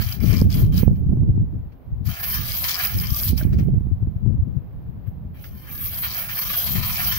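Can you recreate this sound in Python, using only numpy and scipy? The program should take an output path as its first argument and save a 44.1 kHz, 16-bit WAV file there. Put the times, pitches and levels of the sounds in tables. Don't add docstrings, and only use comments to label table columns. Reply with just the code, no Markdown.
import sys
import numpy as np
from scipy import signal
from scipy.fft import rfft, irfft, next_fast_len
from scipy.io import wavfile
from scipy.ndimage import uniform_filter1d

SR = 44100
rng = np.random.default_rng(int(sys.argv[2]) if len(sys.argv) > 2 else 0)


def materialize(psi):
    bounded = np.clip(np.atleast_2d(psi).T, -1, 1)
    quanta = np.round(bounded * 32767).astype(np.int16)
    wavfile.write(sys.argv[1], SR, quanta)


N = 316638
TIME = np.arange(N) / SR
SIZE = next_fast_len(N)
HZ = np.maximum(np.arange(SIZE // 2 + 1) * SR / SIZE, 1.0)


def undb(db):
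    return 10 ** (np.asarray(db) / 20)


def unit(x):
    return x / np.sqrt(np.mean(x ** 2))


def over_hz(table, col=1):
    table = np.array(table, float)
    return np.interp(np.log(HZ), np.log(table[:, 0]), table[:, col])


def walk(rate):
    hold = int(SR / rate)
    steps = np.repeat(rng.standard_normal(N // hold + 1), hold)
    return unit(uniform_filter1d(uniform_filter1d(steps, hold), hold)[:N])


def bands(spectrum, lo_hz, hi_hz, count):
    step = np.log(hi_hz / lo_hz) / (count - 1)
    for k in range(count):
        place = np.log(HZ / lo_hz) / step - k
        share = np.clip(1 - np.abs(place), 0, 1)
        yield lo_hz * np.exp(k * step), irfft(spectrum * share, SIZE)[..., :N]


def grains(rate, scatter_db):
    chance = rng.random((3, N))
    size_db = scatter_db * np.minimum(-np.log(1 - chance[2]), 4.5)
    struck = chance[0] < rate / SR
    return unit(struck * np.sign(chance[1] - 0.5) * undb(size_db))


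# (frequency [Hz], relative density [dB per Hz])
HUSH_SPECTRUM = [(150, -34.5), (250, -2), (313, -7.5), (826, -17), (1370, -26.5), (3730, -42),
                 (4670, -46.5), (8130, -67), (9840, -73), (11900, -40), (15700, -36.5)]
HUSH_DB = -53


def hush():
    colour = over_hz(HUSH_SPECTRUM) - 18 * np.clip(np.log2(250 / HZ), 0, None)
    mid, side = rng.standard_normal((2, N))
    both = rfft([mid + 0.81 * side, mid - 0.96 * side], SIZE)
    air = irfft(both * undb(colour), SIZE)[:, :N]
    return unit(air) * undb(HUSH_DB + 0.71 * walk(1.6))


RUSTLE_DB, RUSTLE_FOLLOWS, RUSTLE_HZ = -80, 0.41, 2500


def rustle():
    s, left_db, right_db = np.transpose(WIND_GUSTS)
    gust_db = np.interp(TIME, s, np.maximum(left_db, right_db) + 18.5)
    colour = undb(-4 * np.log2(HZ / RUSTLE_HZ) ** 2)
    leaves = irfft(rfft(rng.standard_normal((2, N)), SIZE) * colour, SIZE)[:, :N]
    return unit(leaves) * undb(RUSTLE_DB + RUSTLE_FOLLOWS * gust_db + 1.7 * walk(27))


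# (frequency [Hz], relative density [dB per Hz])
WIND_SPECTRUM = [(8.8, -52), (15, -12.5), (65, 1.5), (103, 0), (203, -6.5), (248, -16), (414, -30.5),
                 (773, -48.5), (1200, -72.5), (1560, -94.5), (2640, -120)]
# (time [s], left relative level [dB], right relative level [dB])
WIND_GUSTS = [(0.0, -29.5, -10.5), (0.15, -29, -56), (0.24, -11, -49.5), (0.4, -13, -13.5),
              (0.52, -20, -15.5), (0.621, -15.5, -16), (0.9, -25, -16.5), (1.4, -19.5, -16.5),
              (1.55, -25, -27.5), (1.8, -46, -39.5), (1.94, -24, -26.5), (2.099, -19.5, -37),
              (2.16, -39, -44), (2.36, -38, -26), (2.86, -38.5, -37.5), (2.95, -22.5, -23.5),
              (3.2, -24.5, -34), (3.32, -18.5, -17.5), (4.1, -28, -20.5), (4.282, -15.5, -38.5),
              (4.4, -25.5, -23.5), (4.6, -26, -34), (4.76, -38.5, -28), (4.9, -32, -36), (5.1, -31, -34.5),
              (5.6, -36, -33.5), (6.2, -38, -39.5), (6.7, -31, -34.5), (6.78, -18, -49), (6.86, -27, -26),
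              (7.18, -31, -34)]


def wind():
    s, left_db, right_db = np.transpose(WIND_GUSTS)
    port_db = np.array([np.interp(TIME, s, left_db), np.interp(TIME, s, right_db)])
    colour = over_hz(WIND_SPECTRUM) - 18 * np.clip(np.log2(HZ / 1200), 0, None)
    spectrum = rfft(rng.standard_normal((2, N)), SIZE) * undb(colour)
    lumps = np.minimum(np.array([walk(20), walk(20)]), 1.1)
    eddies = np.minimum(np.array([walk(60), walk(60)]), 1.6)
    out = 0
    for hz, band in bands(spectrum, 18, 1400, count=8):
        octaves = max(np.log2(hz / 120), 0)
        gust_db = 0.37 * octaves * (port_db + 15.5)
        lump_db = (3.3 + 2.4 * min(octaves, 1.4)) * lumps
        eddy_db = 3.76 * min(octaves, 2) * eddies
        out = out + band * undb(gust_db + lump_db + eddy_db)
    rms = np.sqrt(np.mean(irfft(spectrum, SIZE) ** 2))
    return out / rms * undb(port_db - 0.5)


# (time of centre [s], envelope peak [dB], port [0 left, 1 right],
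# frequency [Hz], approximate width at half amplitude [ms])
LOW_BUFFETS = [(0.067, -13.5, 0, 105, 15), (0.305, -3.5, 0, 106, 29), (0.461, -9.5, 1, 81, 33),
               (0.549, -15, 1, 88, 34), (0.638, -1, 0, 113, 16), (0.881, 1.5, 1, 105, 11.7),
               (0.917, -5.5, 0, 123, 13.5), (1.069, -6.5, 0, 119, 8.4), (1.209, -7, 1, 115, 22),
               (1.299, -4.5, 0, 114, 15), (1.394, -10.5, 0, 99.5, 44), (1.935, -15.5, 1, 76.6, 18),
               (2.01, -15, 0, 105, 15), (2.085, -10, 0, 130, 16), (3.124, -6, 0, 97, 7.9),
               (3.464, -10.5, 1, 83.5, 39), (3.535, -11, 0, 130, 8.5), (3.561, -11.5, 1, 112, 29),
               (3.587, -9.5, 0, 152, 6), (3.737, -9.5, 0, 126.7, 20), (3.77, -9, 1, 105.5, 25),
               (3.929, -6.5, 0, 88, 26), (4.032, -8, 0, 108.6, 15), (4.087, -12.5, 1, 82, 20),
               (4.165, -11, 0, 111, 7.8), (4.278, -8.5, 0, 108, 16), (4.322, -12, 0, 94.5, 12),
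               (4.399, -8, 1, 74, 19), (4.431, -8, 0, 90, 14), (4.575, -9.5, 0, 120.5, 14),
               (4.893, -17, 0, 126, 10), (5.084, -13.5, 0, 104, 10)]


def buffets():
    out = np.zeros((2, N))
    for (s, db, port, hz, ms), phase in zip(LOW_BUFFETS, rng.random(len(LOW_BUFFETS))):
        near = slice(max(int(s * SR) - SR // 10, 0), int(s * SR) + SR // 10)
        t = TIME[near] - s
        envelope = undb(db) * np.exp(-2.6 * (t * 1000 / ms) ** 2)
        out[int(port > 0.5), near] += envelope * np.sin(2 * np.pi * (hz * t + phase))
    return out


# (onset [s], level before the low-pass [dB], left minus right [dB])
EDDY_SLAPS = [(0.217, -32, 10), (0.24, -23, 24), (0.417, -10, -18), (0.831, -14, -24), (0.875, -12.5, -21),
              (0.928, -26, -6), (1.092, -28, -20), (1.171, -21.5, 5.5), (1.231, -21, -10.5),
              (1.376, -23, 17), (3.302, -28.5, -10), (3.33, -22.5, -19), (3.426, -24.5, -14),
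              (3.449, -20, -17), (3.625, -23.5, 15), (3.807, -29, 12.5), (3.868, -25.5, -2),
              (3.913, -28, 13), (4.024, -30, 13.5), (4.071, -25.5, -2), (4.261, -24.5, 20.5)]
SLAP_MS, SNAP_MS, SNAP_DB = 1.264, 0.5, -17.5
SLAP_TOP_HZ = 1200


def slaps():
    def pulse(t):
        return 7.2 * t ** 3 * np.exp(-1.5 * t) * np.cos(1.185 * t)

    out, ms = np.zeros((2, N)), np.arange(0, 14 * SLAP_MS, 1000 / SR)
    push = pulse(ms / SLAP_MS) + undb(SNAP_DB) * pulse(ms / SNAP_MS)
    for s, db, pan_db in EDDY_SLAPS:
        i = int(s * SR)
        out[:, i:i + len(ms)] += undb(db + np.array([[pan_db], [-pan_db]]) / 2) * push
    return signal.sosfilt(signal.butter(4, SLAP_TOP_HZ, fs=SR, output="sos"), out)


# (frequency [Hz], relative level [dB], t60 [s])
STRAIGHTEDGE_MODES = [(620, -0.5, 0.064), (1570, 0.5, 0.032)]
KNOCK_S, KNOCK_DB = 3.412, -32.5


def knock():
    t = np.maximum(TIME - KNOCK_S, 0)
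    tap = 0
    for hz, db, t60 in STRAIGHTEDGE_MODES:
        tap = tap + undb(db - 60 * t / t60) * np.sin(2 * np.pi * hz * t)
    return undb(KNOCK_DB) * tap


# (frequency [Hz], left minus right [dB], phase lead of left [rad],
# likeness [0-1])
PORT_RESPONSE = [(500, 1.5, 0.41, 0.8), (1330, -1, 1.2, 1), (2150, 2.5, 2.6, 0), (2900, -1.5, 16, 0.1),
                 (4500, 10.5, 14, 0.1), (5600, 15, 10, 0.6), (7400, 7.5, 20, 0.04), (9340, 4.5, 19, 0.3),
                 (13300, 2.5, 28.3, 0.2), (15540, -9, 26, 0.18)]


def ports(near, other):
    pan = undb(over_hz(PORT_RESPONSE) / 2)
    like = np.clip(over_hz(PORT_RESPONSE, col=3), 0, 1)
    lagged = near * np.exp(-1j * over_hz(PORT_RESPONSE, col=2))
    right = like * lagged + np.sqrt(1 - like ** 2) * other
    return np.array([near * pan, right / pan])


# (time [s], relative hiss level [dB],
# lift of the pane drone [dB], lift of the grit [dB])
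WHEEL_STROKES = [
    [(0.0, -33.5, 2, 0.5), (0.155, -39, -2.5, 3)],
    [(0.205, -41.5, 4, 0), (0.24, -36.5, -2, 2.5), (0.39, -36, 4, 2), (0.43, -43.5, 0, 2)],
    [(0.503, -43.5, 5.5, 5.5), (0.595, -32, -2.5, 0), (0.65, -46, 1, 2.5)],
    [(0.725, -47, 5.5, 2.5), (0.78, -29.5, -6.5, 1.5), (0.835, -41, 1, -5.5)],
    [(2.06, -39, 1.5, 1.5), (2.36, -26.5, -4, -7.5), (2.45, -32, -1.5, 0), (2.62, -27.5, -7, -1),
     (2.84, -24.5, -4.5, -3), (2.95, -32, -4.5, -3), (3.1, -34, -5.5, -3), (3.21, -28, -5, -1.5),
     (3.285, -27, -8.5, -1.5)],
    [(3.378, -32, -5, 3), (3.41, -32, -4, -7.5)],
    [(3.53, -54, 7, 1), (3.535, -56.5, -5, 5)],
    [(3.59, -44.5, 5.5, 4), (3.61, -52, 5, 0.5)],
    [(5.075, -56, 5.5, -29), (5.085, -61.5, -4, -16)],
    [(5.345, -61.5, 8, -4), (5.42, -48.5, -4, -6), (5.47, -47.5, -16, -5), (5.51, -52.5, 0, -7.5),
     (5.69, -43, -0.5, -5.5), (5.72, -35, -5.5, -11), (5.85, -31.5, -4, -8), (6.06, -27.5, -7.5, -9.5),
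     (6.1, -31.5, -2.5, -1.5), (6.19, -28, -4.5, -8.5), (6.31, -28.5, -8, -9), (6.34, -30.5, -4.5, -5.5),
     (6.4, -28.5, -4.5, -2.5), (7.18, -26, -3.5, -2.5)],
]
BITE_DB_PER_S, LIFT_DB_PER_S = 1501.5, 383.5
LINGER_DB, LINGER_S = -23.5, 0.1


def contact():
    power = 0
    for rows in WHEEL_STROKES:
        s, db = np.transpose(rows)[:2]
        bite_db = BITE_DB_PER_S * np.maximum(s[0] - TIME, 0)
        lift_db = LIFT_DB_PER_S * np.maximum(TIME - s[-1], 0)
        power = power + undb(np.interp(TIME, s, db) - bite_db - lift_db) ** 2
    keep = np.exp(-1 / (LINGER_S * SR))
    lingering = signal.lfilter([1 - keep], [1, -keep], power)
    return np.sqrt(power + undb(LINGER_DB) ** 2 * lingering)


# (onset [s], level before filtering [dB])
LARGE_CHIPS = [(0.025, -29.5), (0.103, -43), (0.125, -23), (0.204, -36), (0.312, -32), (0.3298, -28),
               (0.369, -25), (0.381, -28), (0.4142, -26.5), (0.5043, -33), (0.527, -26), (0.542, -26),
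               (0.743, -33), (0.78, -25.5), (2.343, -25), (2.4612, -31), (2.52, -20.5), (2.541, -29),
               (2.642, -19), (2.6927, -18.5), (2.738, -23.5), (2.744, -18), (2.749, -22), (2.755, -17.5),
               (2.767, -23.5), (2.85, -20.5), (2.872, -22), (2.9871, -24), (3.0, -23), (3.012, -31.5),
               (3.058, -28), (3.07, -24.5), (3.105, -24), (3.146, -24.5), (3.234, -21.5), (3.283, -24),
               (3.378, -24.5), (5.945, -34), (6.147, -28), (6.543, -28)]
CHIP_HZ, CHIP_SPREAD = 5030, 0.012
SPLINTERS_PER_S, SPLINTER_DB = 300, -14.5
CLUSTER_DB = 3.5


def chips():
    out, t = np.zeros(N + 2000), np.arange(1500) / SR
    pitches = CHIP_HZ * (1 + CHIP_SPREAD * rng.standard_normal(len(LARGE_CHIPS)))
    for (s, db), hz in zip(LARGE_CHIPS, pitches):
        ring = np.sin(2 * np.pi * hz * t) * np.exp(-t / 0.0014)
        spray = 0.23 * rng.standard_normal(len(t)) * np.exp(-t / 0.0066)
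        snap = 0.35 * rng.standard_normal(len(t)) * np.exp(-t / 0.00032)
        i = int(s * SR)
        out[i:i + len(t)] += undb(db) * (ring + spray + snap)

    hits = np.abs(grains(SPLINTERS_PER_S, scatter_db=3.0))
    bursts = signal.oaconvolve(hits, np.exp(-t / 0.0032))[:N]
    splinter_band = signal.butter(2, [2500, 6000], "band", fs=SR, output="sos")
    swarm = signal.sosfilt(splinter_band, bursts * rng.standard_normal(N))
    s, _, _, grit_db = np.vstack(WHEEL_STROKES).T
    swarm_db = SPLINTER_DB + np.interp(TIME, s, grit_db) + CLUSTER_DB * walk(25)
    out = out[:N] + undb(swarm_db) * unit(swarm) * contact()

    out = signal.sosfilt(signal.butter(2, [900, 9000], "band", fs=SR, output="sos"), out)
    other_path = np.roll(out, 40)
    return irfft(ports(rfft(out, SIZE), rfft(other_path, SIZE)), SIZE)[:, :N]


def ringing(width_hz, depth_db):
    k = int(width_hz * SIZE / SR)
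    ragged = uniform_filter1d(uniform_filter1d(rng.standard_normal(len(HZ)), k), k)
    cepstrum = irfft(np.log(undb(depth_db * unit(ragged))), SIZE)
    cepstrum[1:SIZE // 2] *= 2
    cepstrum[SIZE // 2 + 1:] = 0
    response = np.exp(rfft(cepstrum))
    return response / np.sqrt(np.mean(np.abs(response) ** 2))


# (frequency [Hz], width at half the dB gain [Hz], peak gain [dB])
PANE_MODES = [(1580, 150, 7), (2328, 100, 5.5), (3140, 290, 3), (5070, 570, -3.5), (12200, 100, 3),
              (13500, 520, 4), (14400, 350, 6)]


def crush(shifts, place):
    cracks = grains(5000, scatter_db=3.0) + 0.67 * rng.standard_normal(N)
    modes = ringing(75, depth_db=4.5)
    spots, out = len(shifts), 0
    for k, shift in enumerate(shifts):
        away = (place - k + spots / 2) % spots - spots / 2
        fade = np.cos(np.clip(away, -1, 1) * np.pi / 2)
        pane_db = 0
        for (hz, width, db), move in zip(PANE_MODES, shift):
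            pane_db = pane_db + db / (1 + (2 * (HZ - hz * move) / width) ** 2)
        spot_modes = np.roll(modes, k * len(modes) // spots)
        out = out + rfft(cracks * fade, SIZE) * spot_modes * undb(pane_db)
    return out


# (middle of rise [s], level before the fade [dB], rise [ms])
DRONE_SURGES = [(.955, -59, 10), (1.721, -62, 6.2), (2.3326, -38, 9.6), (2.51, -41, 26), (2.54, -38, 12),
                (2.641, -27, 17), (2.687, -29, 15), (2.7472, -31.5, 13), (2.801, -28.5, 13), (2.85, -43, 8),
                (2.895, -38, 7.9), (3.0385, -37.5, 22), (3.5285, -46.5, 5), (3.5912, -51.5, 6.9),
                (5.062, -65, 15), (5.44, -41.5, 4.4), (6.0474, -26, 51), (6.291, -33, 16),
                (6.3699, -34.5, 10), (6.419, -36.5, 6), (6.498, -31.5, 6.6), (6.538, -31, 5.4),
                (6.6, -41, 13), (6.681, -28, 47), (6.76, -32.5, 15), (6.83, -32, 16), (6.8955, -30, 8.5),
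                (7.003, -26.5, 32), (7.122, -30, 19)]
SURGE_FADE_S = 0.015


def surges(spectrum):
    low_pass, high_pass = 1 / (1 + (HZ / 6000) ** 4), 1 / (1 + (900 / HZ) ** 6)
    drone = irfft(spectrum * low_pass * high_pass, SIZE)[:, :N]
    swell = 0
    for s, db, ms in DRONE_SURGES:
        rise = np.clip((TIME - s) * 1000 / max(ms, 1) + 0.5, 0, 1)
        fade = np.exp(-np.maximum(TIME - s, 0) / SURGE_FADE_S)
        swell = swell + undb(db) * rise * fade
    return unit(drone) * swell


# (frequency [Hz], relative density [dB per Hz])
SCORE_SPECTRUM = [(290, -43.5), (500, -15.5), (727, -6.5), (853, -17), (1190, -5.5), (1830, -9),
                  (3210, -8.5), (3500, -12), (5100, -11), (7310, -23.5), (8570, -21), (13400, -1),
                  (15700, -6)]
PANE_SHIFT, TRAVEL_PER_S = 0.08, 9.0


def scoring():
    colour = over_hz(SCORE_SPECTRUM) - 24 * np.clip(np.log2(500 / HZ), 0, None)
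    shifts = 1 + PANE_SHIFT * rng.standard_normal((6, len(PANE_MODES)))
    place = TRAVEL_PER_S * TIME + 0.6 * walk(4)
    spectrum = ports(crush(shifts, place), crush(shifts, place)) * undb(colour)
    s, _, drone_db, grit_db = np.vstack(WHEEL_STROKES).T
    drone_db, grit_db = np.interp(TIME, s, drone_db), np.interp(TIME, s, grit_db)
    out, judder, crackle = 0, walk(20), walk(110)
    for hz, band in bands(spectrum, 400, 18460, count=12):
        zone = np.interp(np.log(hz), np.log([2403, 4850, 6550, 11300]), np.arange(4))
        drone, grit = np.clip(1 - zone, 0, 1), np.clip(min(zone, 3 - zone), 0, 1)
        stroke_db = drone * drone_db + grit * grit_db
        crackle_db = (0.97 + 0.65 * grit) * crackle
        out = out + band * undb(stroke_db + 0.25 * judder + 2.67 * walk(30) + crackle_db)
    hiss = irfft(spectrum.mean(axis=0) * (HZ > 10500), SIZE)
    return out / np.sqrt(np.mean(hiss ** 2)) * contact() + surges(spectrum)


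def scene():
    return hush() + rustle() + wind() + buffets() + slaps() + knock() + chips() + scoring()


TOP_HZ, CEILING = 15750, 0.95


def record(dry):
    steep = signal.ellip(16, 0.3, 60, TOP_HZ, fs=SR, output="sos")
    return signal.sosfilt(steep, CEILING * np.tanh(1.137 * dry))


dry = scene()
out = record(dry)
materialize(out)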